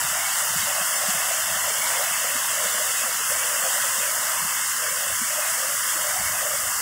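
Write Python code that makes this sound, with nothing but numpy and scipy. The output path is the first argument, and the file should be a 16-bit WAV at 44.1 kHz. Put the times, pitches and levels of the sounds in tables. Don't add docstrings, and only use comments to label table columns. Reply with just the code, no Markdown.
import sys
import numpy as np
from scipy import signal
from scipy.fft import rfft, irfft
from scipy.io import wavfile

SR = 44100
rng = np.random.default_rng(int(sys.argv[2]) if len(sys.argv) > 2 else 0)


def magnitude_from_level(level_db):
    exponent = np.asarray(level_db, float) / 20
    return 10 ** exponent


def unload_wav(signal):
    wavfile.write(
        sys.argv[1],
        SR,
        np.round(np.clip(np.atleast_2d(signal).T, -1, 1) * 32767).astype(np.int16),
    )


N = 300321
T = np.arange(N) / SR
FRAME = 2048


def level(x, db):
    return x * magnitude_from_level(db) / np.sqrt(np.mean(x ** 2))


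def bell(x, centre, spread):
    return np.exp(-((x - centre) / spread) ** 2 / 2)


def colour(table, hz):
    f, db = np.transpose(table)
    return np.interp(np.log(hz + 1), np.log(f), db)


def swing(table, s):
    times, db = np.transpose(table)
    path = np.interp(s, times, db)
    return path - path.mean()


def spots(events, hz, s, width_hz, length_s):
    return sum(db * np.outer(bell(hz, at_hz, width_hz), bell(s, at_s, length_s))
               for at_s, at_hz, db in events)


def patches(hz, s, width_hz, length_s):
    field = rng.standard_normal((len(hz), len(s)))
    for axis, cells in enumerate((width_hz / hz[1], length_s / s[1])):
        size = field.shape[axis]
        blur = np.exp(-(np.pi * np.fft.rfftfreq(size) * cells) ** 2 / 2)
        field = irfft(rfft(field, axis=axis) * np.expand_dims(blur, 1 - axis), size, axis=axis)
    return field / field.std()


def shape(x, gain_db, size):
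    overlap = size * 7 // 8
    hz, s, z = signal.stft(x, SR, nperseg=size, noverlap=overlap)
    return signal.istft(z * magnitude_from_level(gain_db(hz, s)), SR, nperseg=size, noverlap=overlap)[1][:N]


def bubbles(per_s, cycles, scatter_db):
    out = 0
    for hz in 500 * 2 ** np.arange(0, 5, 1 / 3):
        when, size = rng.random(N), rng.exponential(size=N)
        bursts = (when < per_s * hz / 1000 / SR) * magnitude_from_level(scatter_db * np.minimum(size, 6))
        pole = np.exp(2j * np.pi * hz / SR - hz / SR / cycles)
        ring = signal.lfilter([1], [1, -pole], bursts).imag
        out = out + np.sqrt(hz) * level(ring, 0)
    return level(out, 0)


def splash_db(hz, s):
    flicker = 0.19 * patches(hz, s, 5000, 0.0072)
    flicker = flicker + 0.32 * patches(hz, s, 1200, 0.0071)
    flicker = flicker + 0.57 * patches(hz, s, 950, 0.022)
    lumps = 1.76 * bell(hz, 600, 280)[:, None] * patches(hz, s, 160, 0.012)
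    return np.clip(hz / 12000, 0.15, 1)[:, None] * flicker + lumps


# [f/Hz, level/dB per Hz]
WATER = [(380, -38.5), (480, -14), (600, -3), (1200, 0.5), (1750, 1), (2950, -3), (3500, -6.5), (4300, -11),
         (5100, -4.5), (6000, -4), (7500, 1), (9500, -2), (13000, -8), (15600, -5.5)]
# [t/s, level/dB]
FLOW = [(0, -24), (.3, -24.5), (.4, -23.5), (.75, -24), (1.3, -23.5), (1.45, -24.5), (1.95, -23.5),
        (2.3, -24.5), (2.75, -23.5), (3.1, -24.5), (3.8, -23), (4.25, -24), (4.8, -24.5), (5.1, -24.5),
        (5.8, -24), (5.95, -24), (6.4, -24.5), (6.81, -24.5)]
# [t/s, level/dB]
TURN = [
    (0, 0.5),
    (2.7, 1.5),
    (3.3, -0.5),
    (4.2, -0.5),
    (4.8, -1.5),
    (6.0, -2),
    (6.81, -3.5),
]
# [f/Hz, share 0-1]
TURN_SHARE = [(500, 0), (750, 0.7), (1100, 0), (2000, 0.28), (2400, 0.7), (3000, 1.), (3900, .9), (5200, 0)]


def flow_db(hz, s):
    aim = np.outer(colour(TURN_SHARE, hz), swing(TURN, s))
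    return colour(WATER, hz)[:, None] + swing(FLOW, s) + aim


# [t/s, centre f/Hz, swell level/dB]
SURGES = [(.13, 755, 5.5), (.26, 770, 3), (.45, 844, 6.5), (.73, 770, 8.5), (1.07, 520, 1.5),
          (1.07, 706, 3), (1.34, 745, 3.5), (1.53, 730, 3), (1.69, 537, 3.5), (1.92, 910, 5),
          (1.94, 470, 12), (2.02, 774, 6), (2.3, 523, 7.5), (2.62, 505, 6), (2.8, 530, 11.5),
          (3.05, 557, 7.5), (3.42, 495, 12), (3.65, 476, 14), (3.68, 700, 3), (4.04, 500, 3), (4.2, 746, 5),
          (2.9, 640, 1), (4.88, 530, 10), (5.03, 695, 6), (5.38, 647, 4), (5.69, 570, 5.5), (6.0, 520, 4.5),
          (6.15, 736, 10.5), (6.47, 530, 9)]
# [t/s, centre f/Hz, depth level/dB]
LULLS = [(0, 603, -10), (.29, 485, -19), (.6, 520, -5), (.84, 428, -11), (1.46, 453, -12), (1.81, 570, -5),
         (2.15, 520, -9), (2.35, 766, -7), (2.45, 600, -8), (2.73, 690, -5), (3.23, 656, -7),
         (4.08, 794, -7), (4.26, 500, -6), (4.46, 685, -5), (4.7, 600, -19), (4.92, 760, -16),
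         (5.18, 600, -11), (5.18, 800, -8), (5.29, 430, -14), (5.6, 920, -3), (5.75, 930, -7),
         (5.86, 650, -10.5), (6.2, 430, -20), (6.33, 553, -2), (4.55, 480, -6), (2.97, 563, -5.5),
         (2.58, 780, -1), (6.8, 600, -2.5)]


def waves_db(hz, s):
    wave_hz, wave_s = 102, 0.06
    big = spots(SURGES, hz, s, wave_hz, wave_s) + spots(LULLS, hz, s, wave_hz, wave_s)
    quick = 1.3 * bell(hz, 730, 220)[:, None] * patches(hz, s, 130, 0.03)
    gentle = 0.34 * patches(hz, s, 1340, 0.07)
    return 1.01 * big + quick + gentle


# [t/s, centre f/Hz, lift level/dB]
SPRAY = [(.4, 8000, 1.5), (.6, 8150, 2), (1.1, 9000, 1), (1.9, 9000, 0.5), (2.2, 8000, 0.5),
         (2.65, 8000, 1), (3.0, 9000, 2), (3.3, 10800, 3), (3.5, 8000, 0), (3.7, 9000, 0), (4.2, 8000, 0.5),
         (4.7, 7900, 1), (5.3, 8000, 0), (5.5, 9000, 1), (5.9, 10000, 2)]


def spray_db(hz, s):
    return spots(SPRAY, hz, s, width_hz=4000, length_s=0.02)


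# [f/Hz, width/Hz, depth level/dB, restlessness/dB]
HOLLOWS = [(567, 61, 2, 4.5), (837, 69, -6.5, 1), (2413, 118.5, -23.5, 13), (3280, 44, -7.5, 8),
           (3720, 113, -5.5, 6.5), (3890, 170, -5.5, 3), (3960, 82, -4, 3.5), (4106, 50, -14, 7),
           (4484, 74, -6, 9.5)]
# [t/s, f/Hz, depth level/dB]
HOLES = [(.2, 4080, -8), (.46, 3760, -11), (.56, 2380, -10), (.94, 3770, -24), (.96, 4150, -14),
         (.9, 2390, -8), (1.42, 3800, -17), (1.48, 3960, -13), (1.52, 2380, -11), (1.76, 3820, -12),
         (1.81, 4000, -12), (2.58, 2470, -10), (2.87, 4080, -12), (3.19, 4650, -15), (3.33, 3980, -22),
         (3.54, 4500, -12), (3.665, 4020, -32), (4.4, 3900, -8), (3.91, 4060, -11), (4.02, 3990, -11),
         (4.6, 4050, -13), (4.85, 3800, -10), (5.02, 2450, -9), (5.14, 4000, -15), (5.38, 3750, -12),
         (6.0, 4050, -15), (6.25, 3900, -12), (6.3, 3380, -12), (6.48, 4030, -17), (6.77, 3380, -11)]


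def suppressor_db(hz, s):
    hunting = patches(hz, s, 72, 0.026)
    hunting = hunting - 0.18 * hunting ** 2
    place_hz = hz[:, None] + 38 * patches(hz, s, 240, 0.088)
    db = spots(HOLES, hz, s, width_hz=80, length_s=0.036)
    for centre_hz, width_hz, depth_db, restless_db in HOLLOWS:
        db = db + depth_db * bell(place_hz, centre_hz, width_hz)
        db = db + restless_db * hunting * bell(hz, centre_hz, width_hz * np.sqrt(2))[:, None]
    return db


def rapids():
    def gain_db(hz, s):
        return flow_db(hz, s) + waves_db(hz, s) + spray_db(hz, s) + suppressor_db(hz, s)

    far = rng.standard_normal(N)
    near = magnitude_from_level(-7) * bubbles(per_s=60, cycles=1.76, scatter_db=1.5)
    splashing = shape(far + near, splash_db, size=FRAME // 4)
    return level(shape(splashing, gain_db, size=FRAME), -23)


# [f/Hz, level/dB per Hz]
RUMBLE = [(13, -45), (22, -27), (70, 0.5), (136, 0.5), (223, -2), (278, -4), (342, -11), (400, -10),
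          (520, -19), (880, -120)]
# [t/s, strength level/dB, length/s]
GUSTS = [(0, 9, 0.17), (0.605, 13, 0.11), (1.153, 11, 0.04), (1.552, 10, .15), (1.97, 9, 0.048),
         (2.42, 7, .08), (2.98, 3, .1), (3.33, 11, .06), (3.94, 5, 0.09), (4.46, 5, .06),
         (5.123, 11, 0.053), (5.45, 0, .1), (6.262, 16, 0.11), (6.68, 11.5, 0.16)]


def rumble():
    hz = np.fft.rfftfreq(N, 1 / SR)
    tail = [(520, -30), (2000, -70)]
    spectrum = rfft(rng.standard_normal(N)) * magnitude_from_level(colour([*RUMBLE, *tail], hz))
    bottom = 1 / (1 + (hz / 130) ** 4)
    gust = magnitude_from_level(sum(db * bell(T, s, length_s) for s, db, length_s in GUSTS) - 5)
    windy = gust * irfft(spectrum * bottom, N)
    steady = irfft(spectrum * (1 - bottom), N)
    return level(windy + steady, -53)


# [t/s, peak level/dB, f/Hz, length/s]
GULPS = [(0.038, -38, 147, 0.033), (0.11, -41, 161, 0.026), (0.493, -46, 169, 0.044),
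         (0.554, -33.5, 165, 0.035), (0.626, -39, 200, 0.028), (0.808, -37, 167, 0.023),
         (1.081, -32, 198, 0.033), (1.145, -38, 177, 0.026), (1.504, -44, 164, 0.045),
         (1.552, -40.5, 196, 0.038), (1.786, -45, 177, 0.039), (2.105, -47, 182, 0.025),
         (2.35, -37.5, 255, 0.035), (2.646, -42, 195, 0.043), (2.743, -47, 210, 0.035),
         (3.035, -44, 235, 0.035), (3.624, -45, 178, 0.035), (3.814, -46, 127, 0.032),
         (3.975, -44, 216, 0.035), (4.414, -39, 161, 0.032), (4.445, -36, 180, 0.026),
         (4.913, -48, 151, 0.032), (5.115, -42, 91.5, 0.039), (5.211, -34, 232, 0.034),
         (6.004, -49, 188, 0.037), (6.196, -41, 191, 0.044), (6.235, -46, 96.9, 0.038),
         (6.322, -50, 113, 0.036)]
# [t/s, peak level/dB, f/Hz, length/s]
PLOPS = [
    (1.7, -40, 445, 0.034),
    (5.95, -42.5, 320, 0.042),
    (3.2, -40, 447, 0.03),
]


def gulps():
    out = np.zeros(N)
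    for events in (GULPS, PLOPS):
        for s, db, hz, length_s in events:
            near = (T > s) & (T < s + 4 * length_s)
            age_s = T[near] - s
            rise = age_s / length_s / 0.24
            swell = rise ** 2.4 * np.exp(2.1 * (1 - rise))
            out[near] += magnitude_from_level(db + 1) * swell * np.sin(2 * np.pi * hz * age_s * (1.05 - 1.6 * age_s))
    return out


def scene():
    return np.tile(rapids() + rumble() + gulps(), (2, 1))


# [t/s, low f/Hz, high f/Hz, level/dB]
SIDE_BURSTS = [(.005, 9000, 12100, -40), (.76, 9300, 11200, -39), (.76, 12000, 14500, -41),
               (.97, 5440, 6950, -36), (2.48, 9350, 11200, -39), (2.735, 6250, 8400, -34),
               (3.06, 7440, 9900, -36), (3.547, 4500, 5960, -46), (4.058, 8900, 10300, -37),
               (4.127, 14200, 15700, -41), (4.778, 7440, 9200, -37), (4.778, 10700, 12500, -43),
               (4.778, 13300, 15200, -43), (4.894, 5440, 7750, -38), (4.894, 12300, 14700, -43),
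               (5.497, 4100, 5180, -48), (5.497, 12300, 13800, -53), (6.403, 14100, 15700, -40)]


def side_noise():
    side, hz = np.zeros(N), np.fft.rfftfreq(FRAME, 1 / SR)
    for s, low_hz, high_hz, db in SIDE_BURSTS:
        band = irfft(rfft(rng.standard_normal(FRAME)) * (hz > low_hz) * (hz < high_hz))
        burst = level(band, db + 3.5) * np.hanning(FRAME)
        at = int(s * SR) + np.arange(FRAME) - FRAME // 2
        inside = at >= 0
        side[at[inside]] += burst[inside]
    return side * np.array([[1], [-1]])


def top_cut(x):
    return signal.sosfilt(signal.butter(12, 17080, fs=SR, output="sos"), x)


def record(dry):
    top_hz = 15740
    spectrum = rfft(dry + side_noise()) * (np.fft.rfftfreq(N, 1 / SR) < top_hz)
    return top_cut(irfft(spectrum, N))


dry = scene()
out = record(dry)
unload_wav(out)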